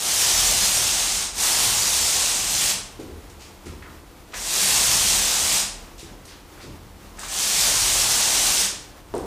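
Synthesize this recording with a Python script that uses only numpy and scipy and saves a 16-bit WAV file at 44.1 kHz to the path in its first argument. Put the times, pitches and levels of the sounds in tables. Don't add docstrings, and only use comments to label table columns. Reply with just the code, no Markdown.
import sys
import numpy as np
from scipy import signal
from scipy.fft import rfft, irfft, next_fast_len
from scipy.io import wavfile
from scipy.ndimage import uniform_filter1d

SR = 44100
rng = np.random.default_rng(int(sys.argv[2]) if len(sys.argv) > 2 else 0)


def wrap_up_sound(samples):
    columns = np.atleast_2d(samples).T
    tamed = np.clip(columns, -1, 1)
    steps = np.round(tamed * 32767).astype(np.int16)
    wavfile.write(sys.argv[1], SR, steps)


def magnitude_from_level(level_db):
    exponent = np.asarray(level_db, float) / 20
    return 10 ** exponent


N = 408353


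def rms_one(x):
    return x / np.sqrt(np.mean(x ** 2) + 1e-20)


def at_hz(points, hz):
    table_hz, values = np.array(points).T
    return np.interp(np.log(hz), np.log(table_hz), values)


def colour(x, spectrum):
    size = next_fast_len(N)
    hz = np.maximum(np.arange(size // 2 + 1) * SR / size, 1)
    shaped = rfft(x, size) * magnitude_from_level(at_hz(spectrum, hz))
    return rms_one(irfft(shaped, size)[:N])


def drift(rate_hz):
    r = np.exp(-80 * np.pi * rate_hz / SR)
    draws = rng.standard_normal(N // 40 + 2002)
    slow = signal.lfilter([1], [1, -2 * r, r * r], draws)[2000:]
    return np.interp(np.arange(N) / 40, np.arange(len(slow)), rms_one(slow))


def ring(clicks, hz, t60):
    r, w = magnitude_from_level(-60 / (t60 * SR)), 2 * np.pi * hz / SR
    return signal.lfilter([0, np.sin(w)], [1, -2 * r * np.cos(w), r * r], clicks + 1e-18)


def narrow_noise(modes):
    out = 0
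    for hz, width_hz, level_db in modes:
        t60 = 2.2 / width_hz
        once = ring(rng.standard_normal(N), hz, t60)
        twice = rms_one(ring(once, hz, t60))
        swell = np.sqrt(uniform_filter1d(twice ** 2, size=SR // 8) + .05)
        out = out + magnitude_from_level(level_db) * twice / swell
    return out


def snaps(per_s, spread_db, cycles):
    sizes = magnitude_from_level(spread_db * np.minimum(rng.exponential(1, N), 5)) * rng.choice([-1, 1], N)
    born = rng.random(N) < per_s / SR
    dealt = rng.integers(0, 20, N)
    out = np.zeros(N)
    for k, hz in enumerate(np.geomspace(900, 17000, 20)):
        out += np.sqrt(hz) * rms_one(ring(sizes * born * (dealt == k), hz, cycles / hz))
    return out


# t/s, level/dB
STROKES = [
    [(0.0, -23.5), (0.12, -20), (0.21, -19), (0.45, -18), (0.65, -19), (0.8, -20), (1.1, -23),
     (1.228, -25.5), (1.265, -34)],
    [(1.338, -34), (1.384, -24), (1.43, -18.5), (1.6, -19), (2.008, -21), (2.17, -20.5), (2.43, -24),
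     (2.71, -19), (2.73, -43)],
    [(4.335, -46), (4.345, -32), (4.37, -34), (4.5, -23), (4.647, -18), (5.015, -19), (5.375, -21),
     (5.571, -19), (5.63, -29.5)],
    [(7.19, -35.5), (7.22, -36), (7.27, -36), (7.332, -25.5), (7.468, -21), (7.594, -18.5), (7.696, -19.5),
     (8.622, -19.5), (8.66, -28)],
]
# f/Hz, level/dB per Hz
PEEL_COLOUR = [(530, -15.5), (900, -16), (1160, -11), (1240, -15), (1740, -9.5), (2200, -8), (3550, -3.5),
               (4620, -2.5), (6300, 0), (8900, -1.5), (10800, -7.5), (13800, -12), (15600, -15.5)]
# f/Hz, level/dB per Hz
WALL_COLOUR = [(82, -42), (140, -1.5), (193, -2), (273, -7.5), (356, -3.5), (565, -1.5), (753, 3.5),
               (1250, -1.5), (2200, -10), (2860, -5), (4840, -120)]
CRUISE_DB = -20
SPRAY_DB, SPRAY_FOLLOWS = -28, 1.16
SPRAY_THINS_DB_PER_S = 1.1
DRONE_DB, DRONE_FOLLOWS = -34.5, 0.83


def roller():
    t = np.arange(N) / SR
    gains = np.zeros((3, N))
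    for stroke in STROKES:
        s, db = np.transpose(stroke)
        touch = np.clip(np.minimum(t - s[0] + 0.0031, s[-1] - t + 0.012) / 0.0022, 0, 1)
        swing_db = np.interp(t, s, db) - CRUISE_DB
        thinned_db = SPRAY_THINS_DB_PER_S * (t - s[0]).clip(0, 2)
        spray_db = SPRAY_DB + SPRAY_FOLLOWS * swing_db - thinned_db
        drone_db = DRONE_DB + DRONE_FOLLOWS * swing_db
        gains += touch * magnitude_from_level([CRUISE_DB + swing_db, spray_db, drone_db])
    peel_gain, spray_gain, drone_gain = gains

    threads = colour(snaps(9000., spread_db=2.5, cycles=6.2), PEEL_COLOUR)
    size = next_fast_len(N)
    is_spray = np.fft.rfftfreq(size, 1 / SR) > 9500
    spray = irfft(rfft(threads, size) * is_spray, size)[:N]
    peel = peel_gain * rms_one(threads - spray) * magnitude_from_level(.3 * drift(6.1))
    spray = spray_gain * rms_one(spray) * magnitude_from_level(0.32 * drift(20))
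    nap = magnitude_from_level(0.5 * drift(42) + 1.0 * drift(50))
    drone = drone_gain * colour(rng.standard_normal(N), WALL_COLOUR) * magnitude_from_level(1.56 * drift(14))
    return magnitude_from_level(-4.5) * (nap * (peel + spray) + drone)


# f/Hz, width/Hz, level/dB
SHUDDER_MODES = [
    [(40.3, 26, 0)],
    [(62.6, 13, -2), (80.1, 7.6, 3.5)],
    [(113.3, 17, 2)],
    [(194, 15, 0)],
]
# t/s, level/dB, length/s
LEANS = [(.5, -35.5, 0.38), (1.1, -45, 0.65), (1.7, -47, 0.55), (2.4, -44, 0.74), (4.36, -48, 0.27),
         (5.0, -38.5, 0.66), (5.75, -44, 0.75), (7.45, -48, 0.85), (7.896, -37.5, 0.45), (8.42, -43, 0.34),
         (9.18, -44, 0.24)]
# t/s, level/dB, length/s
SHIFTS = [(.4, -43.5, 0.44), (.85, -49, .3), (1.3, -55, .5), (1.75, -53, 0.2), (2.05, -46, 0.33),
          (3.14, -44, .25), (3.4, -55, 0.23), (3.762, -43, .2), (3.95, -56, .2), (5.077, -45.5, 0.36),
          (5.46, -43, 0.12), (8.0, -56, 0.41), (8.383, -58, .3), (9.25, -46, 0.21)]
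# t/s, level/dB, length/s
FLEXES = [(.5, -48, 0.46), (.8, -45.5, 0.3), (1.706, -40.5, 0.26), (2.6, -48.5, 0.5), (4.874, -42, 0.34),
          (5.128, -49, .2), (5.55, -57, 0.28), (6.7, -53, 0.24), (7.822, -43.5, 0.39), (8.055, -47, 0.12),
          (8.6, -59, .3), (9.17, -43, 0.09)]
# t/s, level/dB, length/s
FRAME_HUMS = [(.55, -44.5, 0.4), (1.198, -43, 0.082), (1.7, -51, .5), (2.63, -48.5, 0.5),
              (4.633, -45, 0.14), (5.106, -45, 0.39), (5.59, -47.5, 0.21), (7.7, -59, 0.67),
              (8.653, -44, 0.12)]
REST_DB = (-49.5, -54.5, -61.5, -67)


def shudder():
    out, t = np.zeros(N), np.arange(N) / SR
    for modes, swells, rest_db in zip(SHUDDER_MODES, (LEANS, SHIFTS, FLEXES, FRAME_HUMS), REST_DB):
        gain = np.full(N, magnitude_from_level(rest_db))
        for s, db, length in swells:
            gain += magnitude_from_level(db) * np.exp(-(2 * (t - s) / length) ** 2)
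        out += gain * rms_one(narrow_noise(modes))
    return out


# f/Hz, level/dB per Hz
AIR_COLOUR = [(59, -31), (100, -6), (228, -6.5), (448, -6.5), (566, -9), (603, -10), (980, -9.5),
              (1770, -16.5), (2050, -16.5), (2190, -17.5), (15600, -28)]
# f/Hz, width/Hz, level/dB
HOUSE_HUM = [(200.4, 17, -63.5), (296.4, 5.7, -59.5), (346, 8.1, -61.5)]
AIR_DB = -47


def window_air():
    gusts = magnitude_from_level(AIR_DB + 0.31 * drift(1) + 1.04 * drift(5.2))
    return gusts * colour(rng.standard_normal(N), AIR_COLOUR) + narrow_noise(HOUSE_HUM)


# f/Hz, t60/s
ROOM_T60 = [(60, 0.24), (300, 1), (1000, 0.67), (4000, 0.5), (10000, 0.41), (16000, 0.16)]
ROOM_DB = 2.5


def room(x):
    frame = dict(nperseg=512, noverlap=384)
    hz, _, direct = signal.stft(x, SR, **frame)
    _, _, diffuse = signal.stft(rng.standard_normal(N), SR, **frame)
    t60 = np.maximum(at_hz(ROOM_T60, hz + 1), .05)
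    keep = magnitude_from_level(-120 * 128 / SR / t60)
    energy = np.array([signal.lfilter([0, 0, 0, 1 - k], [1, -k], abs(row) ** 2)
                       for k, row in zip(keep, direct)])
    diffuse *= np.sqrt(energy / np.mean(abs(diffuse) ** 2))
    return x + magnitude_from_level(ROOM_DB) * signal.istft(diffuse, SR, **frame)[1][:N]


PULSE_FIRST_S, PULSE_PERIOD_S, PULSE_HALF_S, PULSE_DB = .0069, .1024, 0.002, -36
CHATTER_FIRST_S, CHATTER_PERIOD_S, CHATTER_DB = .317, .5553, -51.5


def interference():
    t = np.arange(N) / SR
    half_period = PULSE_PERIOD_S / 2
    since = (t - PULSE_FIRST_S + half_period) % PULSE_PERIOD_S - half_period
    hump = np.clip(1 - abs(since) / PULSE_HALF_S, 0, 1)
    hump += 0.21 * (abs(since + .0004) < .0014) + 0.71 * (abs(since - .0003) < .00006)
    busy = (t - CHATTER_FIRST_S) % CHATTER_PERIOD_S < .05
    spikes = busy * (rng.random(N) < 500. / SR) * rng.standard_normal(N)
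    spikes = signal.lfilter([1], [1, -.75], spikes)
    coupling = signal.butter(1, 40, "high", fs=SR, output="sos")
    return signal.sosfilt(coupling, magnitude_from_level(PULSE_DB) * hump + magnitude_from_level(CHATTER_DB + 6.5) * spikes)


# t/s, peak level/dB, length/s, centre f/Hz, width/octaves
PUFFS = [(2.991, -32.5, 0.15, 302, 1.1), (2.994, -45.5, .1, 3020, 2.9), (3.296, -47, 0.046, 4000, 2.1),
         (3.654, -44, 0.13, 4940, 1.6), (3.658, -41, .18, 250, 1.3), (3.659, -41.5, 0.12, 1800, 1.6),
         (3.822, -41, .06, 1676, 1.1), (3.848, -45, 0.09, 1300, 0.58), (4.318, -43, .05, 3000, 1.7),
         (4.333, -33, 0.12, 1300, 1.7), (6.25, -42.5, 0.061, 5500, 1.7), (6.679, -46, 0.085, 230, 1.3),
         (7.167, -46, .05, 4000, 1.8), (7.18, -37, .08, 1300, 1.4), (9.135, -46.5, 0.36, 3500, 2.1),
         (9.15, -35, 0.18, 150, 0.62), (9.139, -27, .25, 400, 1.2), (7.242, -39, .1, 1520, 2.2),
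         (4.34, -43, 0.13, 400, 1.5)]
# t/s, peak level/dB, length/s, centre f/Hz
SCUFFS = [(3.386, -46, 0.23, 3880), (5.971, -42, 0.19, 4280), (6.04, -52, .2, 1200),
          (6.061, -50, 0.17, 400), (6.266, -45, 0.13, 3500), (6.295, -49, 0.13, 2300), (6.1, -45, .12, 200),
          (6.576, -48, 0.2, 1290), (6.597, -44.5, 0.16, 3540), (6.63, -41, 0.1, 300),
          (7.228, -31.5, 0.042, 970)]
SCUFF_RISE_SHARE, SCUFF_OCTAVES = .14, 1.84
PUFF_RISE_S = 0.0057


def scuffs():
    out, t = np.zeros(N), np.arange(SR // 2) / SR
    rows = [(*r, SCUFF_RISE_SHARE * r[2], SCUFF_OCTAVES) for r in SCUFFS]
    rows += [(*r[:4], PUFF_RISE_S, r[4]) for r in PUFFS]
    for s, peak_db, t60, hz, rise, octaves in rows:
        edges = np.clip(hz * 2. ** (np.array([-.5, .5]) * octaves), 30, .45 * SR)
        catches_db = 2.1 * np.repeat(rng.standard_normal(len(t) // 150), 150)
        grains_db = 0.88 * rng.standard_normal(len(t))
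        grit = rng.standard_normal(len(t)) * magnitude_from_level(catches_db + grains_db)
        band = signal.butter(2, edges, "band", fs=SR, output="sos")
        rub = rms_one(signal.sosfilt(band, grit))
        swell = np.minimum(t / max(rise, .001), 1)
        fall = magnitude_from_level(peak_db - 60 * np.maximum(t - rise, 0) / max(t60, .01))
        at = round(s * SR)
        out[at:at + len(t)] += (rub * swell * fall)[:N - at]
    return out


def blows(hits, modes):
    out, half_s = np.zeros(N), SR // 2
    click = -1. * (np.arange(half_s) == 0)
    strengths_db = rng.normal(0, 2.2, (len(hits), len(modes)))
    for (s, peak_db, bright_hz), strength_db in zip(hits, strengths_db):
        at = round(s * SR)
        for (hz, level_db, t60), db in zip(modes, strength_db):
            soft = 1 / (1 + (hz / bright_hz) ** 2)
            gain = soft * magnitude_from_level(peak_db + level_db + db - 15)
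            out[at:at + half_s] += gain * ring(click, hz, t60)[:N - at]
    return out


# t/s, peak level/dB, brightness f/Hz
THUMPS = [
    (2.992, -30, 900),
    (3.659, -32, 800),
    (3.668, -25.5, 695),
    (4.037, -38, 500),
    (6.03, -30.5, 400),
    (6.1, -50, 400),
    (6.678, -26.5, 300),
    (6.7, -34, 300),
]
# f/Hz, level/dB, t60/s
BOARD_MODES = [(84.2, -2.5, 1.8), (150, 6, 0.22), (202, -4, 0.11), (276, 5, 0.16), (334, 7, 0.18),
               (384, 12, 0.031), (505, -13, 0.081), (651, -10, 0.037), (800, -22, .05), (920, -8, 0.056),
               (1308, -12, .04)]


def thumps():
    return blows(THUMPS, BOARD_MODES)


# t/s, peak level/dB, f/Hz
TICKS = [(3.824, -35, 1700), (4.3343, -30, 1260), (4.342, -27, 7500), (4.5396, -10, 7400),
         (6.578, -39, 1400), (7.194, -21, 8000), (7.2323, -27.5, 1150), (7.234, -28, 7000),
         (7.301, -22, 6800), (7.36, -16, 8300), (9.1405, -37, 3500), (9.152, -26, 8600), (9.181, -25, 8700)]


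def ticks():
    out = np.zeros(N)
    click = np.arange(900) == 0
    for s, peak_db, hz in TICKS:
        at = round(s * SR)
        out[at:at + 900] += magnitude_from_level(peak_db + 1.5) * ring(click, hz, 23.0 / hz)[:N - at]
    return out


# t/s, peak level/dB, brightness f/Hz
KNOCKS = [
    (9.1395, -12.5, 1500),
    (9.155, -28, 900),
    (9.167, -31, 900),
    (9.179, -34, 1210),
]
# f/Hz, level/dB, t60/s
POLE_MODES = [(290, -9, .3), (344, -8, .35), (412, 10.5, 0.079), (514, -8, .12), (660, 4, .06),
              (810, 1, 0.086), (920, 6, 0.071), (1140, -6, .06), (1308, -14, .03)]


def pole_knocks():
    no_bass = signal.butter(2, 170, "high", fs=SR, output="sos")
    return signal.sosfilt(no_bass, blows(KNOCKS, POLE_MODES))


def scene():
    struck, tick = thumps() + pole_knocks(), ticks()
    echoing = room(roller() + scuffs() + .5 * tick + 0.56 * struck)
    mono = echoing + .5 * tick + 0.11 * struck + shudder() + window_air()
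    bass_limit = signal.butter(6, 35, "high", fs=SR, output="sos")
    mono = signal.sosfilt(bass_limit, mono)
    return np.array([mono, mono])


# t/s, centre f/Hz
PARTINGS = [(.39, 5750), (.392, 9800), (.462, 13200), (.487, 6600), (.509, 14500), (.644, 5170),
            (.649, 12400), (.925, 11750), (1.533, 9600), (1.534, 5200), (1.947, 8700), (1.95, 11050),
            (1.95, 13750), (2.039, 5800), (2.043, 7600), (5.407, 7550), (5.409, 9600), (7.497, 13100),
            (8.125, 11700), (8.588, 13750), (8.589, 5800), (8.589, 10000)]
PARTING_WIDTH_HZ, PARTING_DB = 1100, -1


def partings(mono):
    side, window = np.zeros(N), np.sin(np.pi * np.arange(2048) / 2048) ** 2
    for s, hz in PARTINGS:
        at = round(s * SR) - 1024
        unlike = mono[at:at + 2048][::-1]
        edges = [hz - PARTING_WIDTH_HZ / 2, hz + PARTING_WIDTH_HZ / 2]
        band = signal.butter(6, edges, "band", fs=SR, output="sos")
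        side[at:at + 2048] += magnitude_from_level(PARTING_DB) * window * signal.sosfilt(band, unlike)
    return side


def low_pass(x):
    return signal.sosfilt(signal.butter(12, 15750, fs=SR, output="sos"), x)


def record(dry):
    side = partings(dry[0])
    wired = dry + [side + interference(), -side]
    rounded = .56 * np.tanh(wired / .56)
    top_cut = signal.ellip(12, .5, 60, 15340, fs=SR, output="sos")
    return low_pass(signal.sosfilt(top_cut, rounded))


dry = scene()
out = record(dry)
wrap_up_sound(out)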